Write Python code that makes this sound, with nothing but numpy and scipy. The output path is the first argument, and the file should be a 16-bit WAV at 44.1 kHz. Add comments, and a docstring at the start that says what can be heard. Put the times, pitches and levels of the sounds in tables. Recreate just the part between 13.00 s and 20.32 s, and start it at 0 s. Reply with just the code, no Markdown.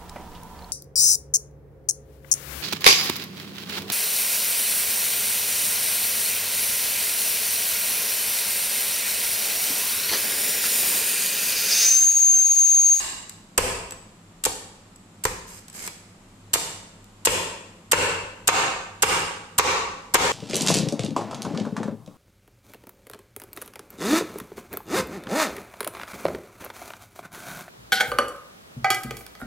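"""A heavy cleaver chops crisp roast pork on a wooden board in a hard-walled kitchen.
A chop's echo fades over air noise and appliance hum. Three chops follow, with small ticks between:
each bursts through the crackling and knocks on the board 10-30 ms after first touch.
Near 2.5 s the blade scrapes the slices aside in two strokes. From 3.5 s come seven more chops, mostly
harder; a limiter squashes the loud ones and lets go, so the room's ring swells up behind them."""
import sys
import numpy as np
from scipy import signal
from scipy.fft import rfft, irfft, next_fast_len
from scipy.io import wavfile
from scipy.ndimage import uniform_filter1d, minimum_filter1d

SR = 44100
rng = np.random.default_rng(int(sys.argv[2]) if len(sys.argv) > 2 else 0)


def dump(signal):
    """Clip the signal to [-1, 1] and save it as 16-bit WAV at the path in sys.argv[1]."""
    limited = np.clip(np.atleast_2d(signal).T, -1, 1)
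    pcm = np.round(limited * 32767).astype(np.int16)
    wavfile.write(sys.argv[1], SR, pcm)


N = 322812
LEAD_SAMPLES = 8820
TIME_S = np.arange(-LEAD_SAMPLES, N) / SR

# room air: freq_hz, density_db
AIR_SPECTRUM = [(15, -52), (25, 5.5), (68, -27.5), (102, -1), (129, -19), (173, -5), (448, -18.5),
                (1290, -20.5), (1400, -24), (3010, -27.5), (6160, -33), (7610, -25.5), (8240, -31.5),
                (14000, -44.5)]
# appliance hum: pitch_hz, level_db
HUM_TONES = [(100, -60), (167, -64), (199, -62)]
# cleaver swings: start_s, break_delay_s, board_delay_s, crunch_db, meat_push_db,
# knock_db, spot_pitch_hz, steel_ring_db, arm_weight_db
CHOPS = [(-0.074, 0.0038, 0.015, 5, -11, -19, 1065, -17, -1),
         (0.5764, 0.00086, .0097, 2, -5, 2, 880, 9, 4.5),
         (1.4373, 0.013, 0.028, -8.5, -24, -9, 900, -19, -1.5),
         (2.2374, .0142, .0162, -27, -14, -6, 980, -19, 0.5),
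         (3.5328, 0.0044, 0.025, 0, -20.5, -5.5, 2350, -5, -2),
         (4.2497, 0.0057, 0.022, 5.5, -28, 6, 2720, 0, 4),
         (4.914, 0.0042, 0.018, 5, -12.5, 10.5, 1560, 7.5, 4.5),
         (5.4729, .0038, .015, 2.5, -15.5, 14, 1040, -1, -3),
         (6.021, 0.0038, 0.013, 7.5, -12.5, 11.5, 1260, 5, 2),
         (6.5798, .004, .016, -4, -13.5, 13.5, 1030, -5, -1.5),
         (7.1384, .0042, 0.015, 3, -1, 13.5, 960, -9, 2.5)]
# shattering skin: freq_hz, density_db
SKIN_SPECTRUM = [(200, -14), (700, -10.5), (1500, -2), (3200, -3), (5500, 0), (7500, 3.5), (9200, 2),
                 (9900, -3), (12500, -4), (14200, -1)]
# pushed meat: freq_hz, density_db
MEAT_SPECTRUM = [(40, 0.5), (200, -16.5), (480, -11), (650, -10.5), (980, 3), (1400, -10), (2500, -6),
                 (5000, -49.5)]
# blade, damped by hand and meat: pitch_hz, width_hz, level_db
BLADE_MODES = [(2773, 88, 8), (6650, 17, 1.5), (7330, 58, -4.5), (7486, 100, 3), (9400, 34, -24),
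               (12800, 150, -9)]
# blade facing right, rows left and right: gain_db
BLADE_PAN_DB = [
    [0],
    [1],
]
# board: pitch_hz, level_db, t60_s
BOARD_MODES = [(377, -63, 0.012), (460, -26, 0.077), (511.3, -20, 0.045), (577, -21, 0.007),
               (940, -25, 0.081), (1008, -12, 0.017), (1266, -1, 0.0016), (1940, 4, 0.0013)]
# board's dense high modes: freq_hz, density_db
CLATTER_SPECTRUM = [(100, -31), (280, -35), (450, 1.5), (800, 1), (1150, 6), (1600, 6), (2400, 7.5),
                    (3600, 2.5), (5000, 1), (7000, 7), (10000, -5), (14000, -10.5)]
# counter under the board: pitch_hz, level_db, t60_s
COUNTER_MODES = [(46.7, 0.5, 0.12), (93.8, 1.5, 0.21), (168.6, 9.5, 0.072)]
# echo decay: freq_hz, t60_s
ROOM_DECAY = [(60, 0.77), (250, 0.7), (500, 0.81), (1000, 0.7951), (2500, 0.7432), (5000, 0.69),
              (8000, 0.65), (14000, 0.42)]
# echo against direct sound: freq_hz, gain_db
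ROOM_GAIN = [(40, -2), (120, 2.5), (280, -2), (450, -7), (620, -3), (950, -3.5), (1350, -6), (2400, -4.5),
             (4500, -2.5), (7500, -6.5), (10000, -6.5), (14000, -12.5)]
# left-right likeness: freq_hz, coherence
COHERENCE = [(100, 0.98), (300, 0.96), (550, 0.7), (1000, 0.38), (1800, 0.05), (14000, 0.034)]
# crumbs and fingers on the blade: start_s, snap_db, ring_db
TICKS = [(0.2950, -25, -32), (0.9087, -28, -30), (0.921, -32, -27.5), (1.9596, -41, -40), (2.682, -33, -39),
         (2.6992, -34, -39), (2.7286, -40, -43), (2.755, -42, -33.5), (2.8646, -27, -31), (2.876, -19, -35),
         (4.042, -42, -54)]
# bare edge set down on the board: start_s, level_db, spot_pitch_hz
TAPS = [(0.922, -29.5, 1090), (2.8767, -25.5, 2330)]
# blade pushing slices: start_s, length_s, level_db, swell_db, bite_db
STROKES = [(2.462, 0.13, -42.5, -2.5, -2.5), (2.727, 0.14, -42, 7, 1)]
# edge rubbing wood: freq_hz, density_db
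RUB_SPECTRUM = [(100, 5.5), (500, 5.5), (1000, 1), (1450, 5), (2300, 4.5), (3600, -4), (5200, 1),
                (5900, -4), (6600, 4), (9000, 2.5), (9800, -14), (10800, -4), (11900, -20), (13000, -3),
                (14200, -32)]
# edge pressed on wood: pitch_hz, width_hz, level_db
PRESSED_EDGE_MODES = [(2350, 260, -5), (5150, 300, -4), (6300, 260, 4), (10800, 490, -4), (12800, 700, 4)]
# scrape position, rows left and right: gain_db
SCRAPE_PAN_DB = [
    [-4],
    [-2],
]


def amp(db):
    return 10 ** (np.asarray(db) / 20)


def lookup(table, hz):
    """Interpolate over log frequency."""
    freq_hz, value = np.transpose(table)
    return np.interp(np.log(hz + 1), np.log(freq_hz + 1), value)


def add(mix, start_s, sound):
    part = mix[:, round(start_s * SR) + LEAD_SAMPLES:][:, :sound.shape[1]]
    part += sound[:, :part.shape[1]]


def colour(x, spectrum, size=2048):
    """Causal unit-energy filter shaped to the spectrum."""
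    log_gain = np.log(amp(lookup(spectrum, abs(np.fft.fftfreq(size, 1 / SR)))))
    response = np.exp(np.conj(signal.hilbert(log_gain)))
    taps = np.fft.ifft(response).real[:size // 2]
    return signal.oaconvolve(x, taps[None] / np.linalg.norm(taps), axes=1)[:, :x.shape[1]]


def spaced_pair(x):
    """Two spaced microphones: same bass, unrelated treble."""
    size = next_fast_len(x.shape[1])
    left, other = rfft(x, size)
    coherence = lookup(COHERENCE, np.fft.rfftfreq(size, 1 / SR))
    right = coherence * left + np.sqrt(1 - coherence ** 2) * other
    return irfft(np.array([left, right]), size)[:, :x.shape[1]]


def resonate(x, modes):
    return sum(amp(db) * signal.lfilter(*signal.iirpeak(hz, hz / width_hz, SR), x)
               for hz, width_hz, db in modes)


def background(air_db=-50.5, waver_rad=0.34):
    """Steady air noise and a faint, wavering appliance hum."""
    noise = spaced_pair(rng.standard_normal((2, len(TIME_S))))
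    air = amp(air_db) * colour(noise, AIR_SPECTRUM, size=8192)
    knots_s = np.linspace(TIME_S[0], TIME_S[-1], num=40)
    hum = 0
    for hz, db in HUM_TONES:
        phase_rad = waver_rad * np.interp(TIME_S, knots_s, rng.standard_normal(len(knots_s)))
        hum += amp(db) * np.sqrt(2) * np.sin(2 * np.pi * hz * TIME_S + phase_rad)
    return air + hum


def cracks(n, per_s, spread_db):
    """Tiny fractures of uneven size, rms 1."""
    size = amp(spread_db * np.minimum(rng.exponential(1, n), 4))
    fires = rng.random(n) < per_s / SR
    train = size * fires * rng.standard_normal((2, n))
    return train / np.sqrt(np.mean(train ** 2) + 1e-20)


def burst(envelope, per_s, spread_db):
    """Fractures under an envelope, with its energy in each channel."""
    train = envelope * cracks(len(envelope), per_s, spread_db)
    return train * np.linalg.norm(envelope) / (np.linalg.norm(train, axis=1, keepdims=True) + 1e-12)


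def blade_ring(force):
    """A force drives the steel's modes."""
    return resonate(force, BLADE_MODES) * amp(BLADE_PAN_DB)


def crackling(touch_rise_s=0.0021, touch_s=0.0054, break_rise_s=0.0019, break_s=0.0052,
              touch_ring_db=9, break_ring_db=5):
    """The skin cracks at first touch, shatters, then tears; the blade rings, the meat pushes dully."""
    skin, blade, meat = np.zeros((3, 2, len(TIME_S)))
    t = np.arange(SR // 20) / SR
    touching = (1 - np.exp(-t / touch_rise_s)) * np.exp(-(t / touch_s) ** 2)
    breaking = (1 - np.exp(-t / break_rise_s)) * np.exp(-(t / break_s) ** 2)
    for start_s, break_delay_s, board_delay_s, crunch_db, push_db, *_ in CHOPS:
        cut_s = max(board_delay_s - break_delay_s, break_s)
        cutting = np.sin(np.pi * np.minimum(t / cut_s, 1))
        touch = burst(amp(-12 + 0.2 * crunch_db) * touching, per_s=20000, spread_db=-1.5)
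        crunch = burst(amp(crunch_db) * breaking, per_s=24000, spread_db=2)
        tear = burst(amp(-6.5 + 0.41 * push_db) * cutting, per_s=9000, spread_db=7)
        push = burst(amp(push_db) * cutting, per_s=23000, spread_db=1.5)
        add(skin, start_s, touch)
        add(blade, start_s, amp(touch_ring_db) * touch)
        add(skin, start_s + break_delay_s, crunch + tear)
        add(blade, start_s + break_delay_s, amp(break_ring_db) * crunch)  # meat now damps the blade
        add(meat, start_s + break_delay_s, push)
    ring = blade_ring(np.diff(colour(blade, SKIN_SPECTRUM), prepend=0))
    return colour(spaced_pair(skin), SKIN_SPECTRUM) + ring + colour(spaced_pair(meat), MEAT_SPECTRUM)


def knock(level_db, spot_hz, ring_db, sharp_hz, flex_db, thud_db,
          clatter_db=-7.5, clatter_t60_s=0.06, spot_db=3, flex_below_hz=600, thud_rise_s=0.0033):
    """One blow rings the counter, the board's low modes, its dense high ones and the blade."""
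    t = np.arange(SR * 3 // 4) / SR
    thud = sum(amp(db - 60 * t / t60_s) * np.sin(2 * np.pi * hz * t) for hz, db, t60_s in COUNTER_MODES)
    thud *= 1 - np.exp(-t / thud_rise_s)
    modes = -sum(amp(db + flex_db * (hz < flex_below_hz) - 60 * t / t60_s) * np.sin(2 * np.pi * hz * t)
                 for hz, db, t60_s in BOARD_MODES)
    force = burst(amp(clatter_db - 60 * t / clatter_t60_s), per_s=24000, spread_db=0.5)
    clatter = colour(spaced_pair(force), CLATTER_SPECTRUM)
    clatter += amp(spot_db) * signal.lfilter(*signal.iirpeak(spot_hz, Q=4, fs=SR), clatter)
    ring = blade_ring(amp(ring_db) * signal.unit_impulse(len(t)) * np.linalg.norm(force[0]))
    cushion = np.exp(-2 * np.pi * sharp_hz / SR)  # meat under the edge: low-pass pole
    blow = signal.lfilter([1 - cushion], [1, -cushion], modes + clatter + ring)
    radiation = signal.butter(3, 350, "highpass", fs=SR)  # a small board radiates little bass
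    return amp(level_db) * signal.lfilter(*radiation, blow) + amp(thud_db) * thud


def board(sharp_at_0db_hz=1460, db_per_octave=11):
    """Chops end on the board, sharper and with more thud when harder; twice the edge only taps."""
    out = np.zeros((2, len(TIME_S)))
    for start_s, _, board_delay_s, _, _, knock_db, spot_hz, ring_db, weight_db in CHOPS:
        sharp_hz = sharp_at_0db_hz * 2 ** (knock_db / db_per_octave)  # less meat left to cushion
        flex_db = 6.5 - 0.49 * knock_db + weight_db  # low modes grow less than the rest
        thud_db = -34 + 0.78 * knock_db + weight_db
        add(out, start_s + board_delay_s, knock(knock_db, spot_hz, ring_db, sharp_hz, flex_db, thud_db))
    for start_s, level_db, spot_hz in TAPS:
        add(out, start_s, knock(level_db, spot_hz, ring_db=-10, sharp_hz=3600, flex_db=2.5, thud_db=-68))
    return out


def kitchen_echo(x, gap_s=0.00042, build_s=0.00058):
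    """Tiled walls: a dense tail that builds quickly and dies faster in the treble."""
    hz, t, noise = signal.stft(spaced_pair(rng.standard_normal((2, SR))), SR, nperseg=512)
    t60_s = lookup(ROOM_DECAY, hz)[:, None]
    unit_energy = np.sqrt(2 * np.log(1000) / (t60_s * SR))
    decay = amp(lookup(ROOM_GAIN, hz)[:, None] - 60 * t / t60_s)
    _, tail = signal.istft(noise * unit_energy * decay, SR, nperseg=512)
    age_s = np.maximum(np.arange(tail.shape[1]) / SR - gap_s, 0)
    tail *= 1 - np.exp(-age_s / build_s)
    return signal.fftconvolve(x, tail, axes=1)[:, :x.shape[1]]


def ticks(snap_decay_s=0.0017, ping_hz=7840, width_hz=117, rise_s=0.00089):
    """Crumbs and fingers snap against the blade, pinging one mode."""
    snaps, pings = np.zeros((2, 2, len(TIME_S)))
    t = np.arange(SR // 25) / SR
    envelope = np.exp(-np.pi * width_hz * t) * (1 - np.exp(-t / rise_s))
    ping = 2 * envelope * np.sin(2 * np.pi * ping_hz * t)
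    for start_s, snap_db, ring_db in TICKS:
        add(snaps, start_s, burst(amp(snap_db) * np.exp(-t / snap_decay_s), per_s=10000, spread_db=7.5))
        add(pings, start_s, amp(ring_db) * amp(BLADE_PAN_DB) * ping)
    return colour(snaps, SKIN_SPECTRUM) + pings


def scrape(attack_s=0.02, release_s=0.013, ring_db=-5, hiss_db=-2, rasp_db=-3):
    """The edge drags in small slips: thin hiss when light, rasp when it bites."""
    out = np.zeros((2, len(TIME_S)))
    for start_s, length_s, level_db, swell_db, bite_db in STROKES:
        t = TIME_S - start_s
        pressure = np.clip(t / attack_s, 0, 1) * np.exp(-np.maximum(t - length_s, 0) / release_s)
        gain = amp(level_db + swell_db * np.clip(t / length_s, 0, 1))
        slips = cracks(len(TIME_S), per_s=4100, spread_db=-0.5) * pressure * gain
        rub = colour(spaced_pair(slips), RUB_SPECTRUM)
        hiss = np.diff(rub, prepend=0)
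        rasp = amp(bite_db) * (amp(rasp_db) * rub + resonate(rub, PRESSED_EDGE_MODES))
        out += amp(SCRAPE_PAN_DB) * (amp(hiss_db) * hiss + rasp) + amp(ring_db) * blade_ring(hiss)
    return out


def scene(crossfade_period_s=4, left_lag_samples=5):
    """Work at the board, its echo and the background."""
    direct = crackling() + board() + ticks() + scrape()
    # three random echo tails crossfade, so the room's ring stays smooth with no fixed colour
    crossfade_rad = 2 * np.pi * TIME_S / crossfade_period_s
    shares = [np.sqrt(2 / 3) * np.cos(crossfade_rad + k * np.pi / 3) for k in range(3)]
    echo = sum(kitchen_echo(direct * share) for share in shares)
    near = np.array([np.roll(direct[0], left_lag_samples), direct[1]])
    return (near + echo + background())[:, LEAD_SAMPLES:]


def record(dry, low_cut_hz=33, threshold_db=-9.0, hold_s=0.024, release_s=0.052, high_cut_hz=14400):
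    """Low cut, fast limiter with hold and release, soft clip, high cut."""
    dry = signal.lfilter(*signal.butter(2, low_cut_hz, "highpass", fs=SR), dry)
    power = uniform_filter1d((dry ** 2).mean(0), size=64)
    over_db = np.maximum(10 * np.log10(abs(power) + 1e-12) - threshold_db, 1e-6)
    over_db[0] = 6  # starts ducked by the opening chop
    hold_samples = 2 * int(hold_s * SR / 2) + 1
    held_db = -minimum_filter1d(-over_db, hold_samples, origin=hold_samples // 2)
    fall = np.arange(N) / SR / release_s
    duck_db = np.exp(np.maximum.accumulate(np.log(held_db) + fall) - fall)
    ducked = dry * amp(-uniform_filter1d(duck_db, size=32))
    clipped = ducked / (1 + ducked ** 4) ** 0.25
    high_cut = signal.firwin(201, high_cut_hz, window=("kaiser", 7), fs=SR)
    return signal.oaconvolve(clipped, high_cut[None], "same")


dry = scene()
out = record(dry)
dump(out)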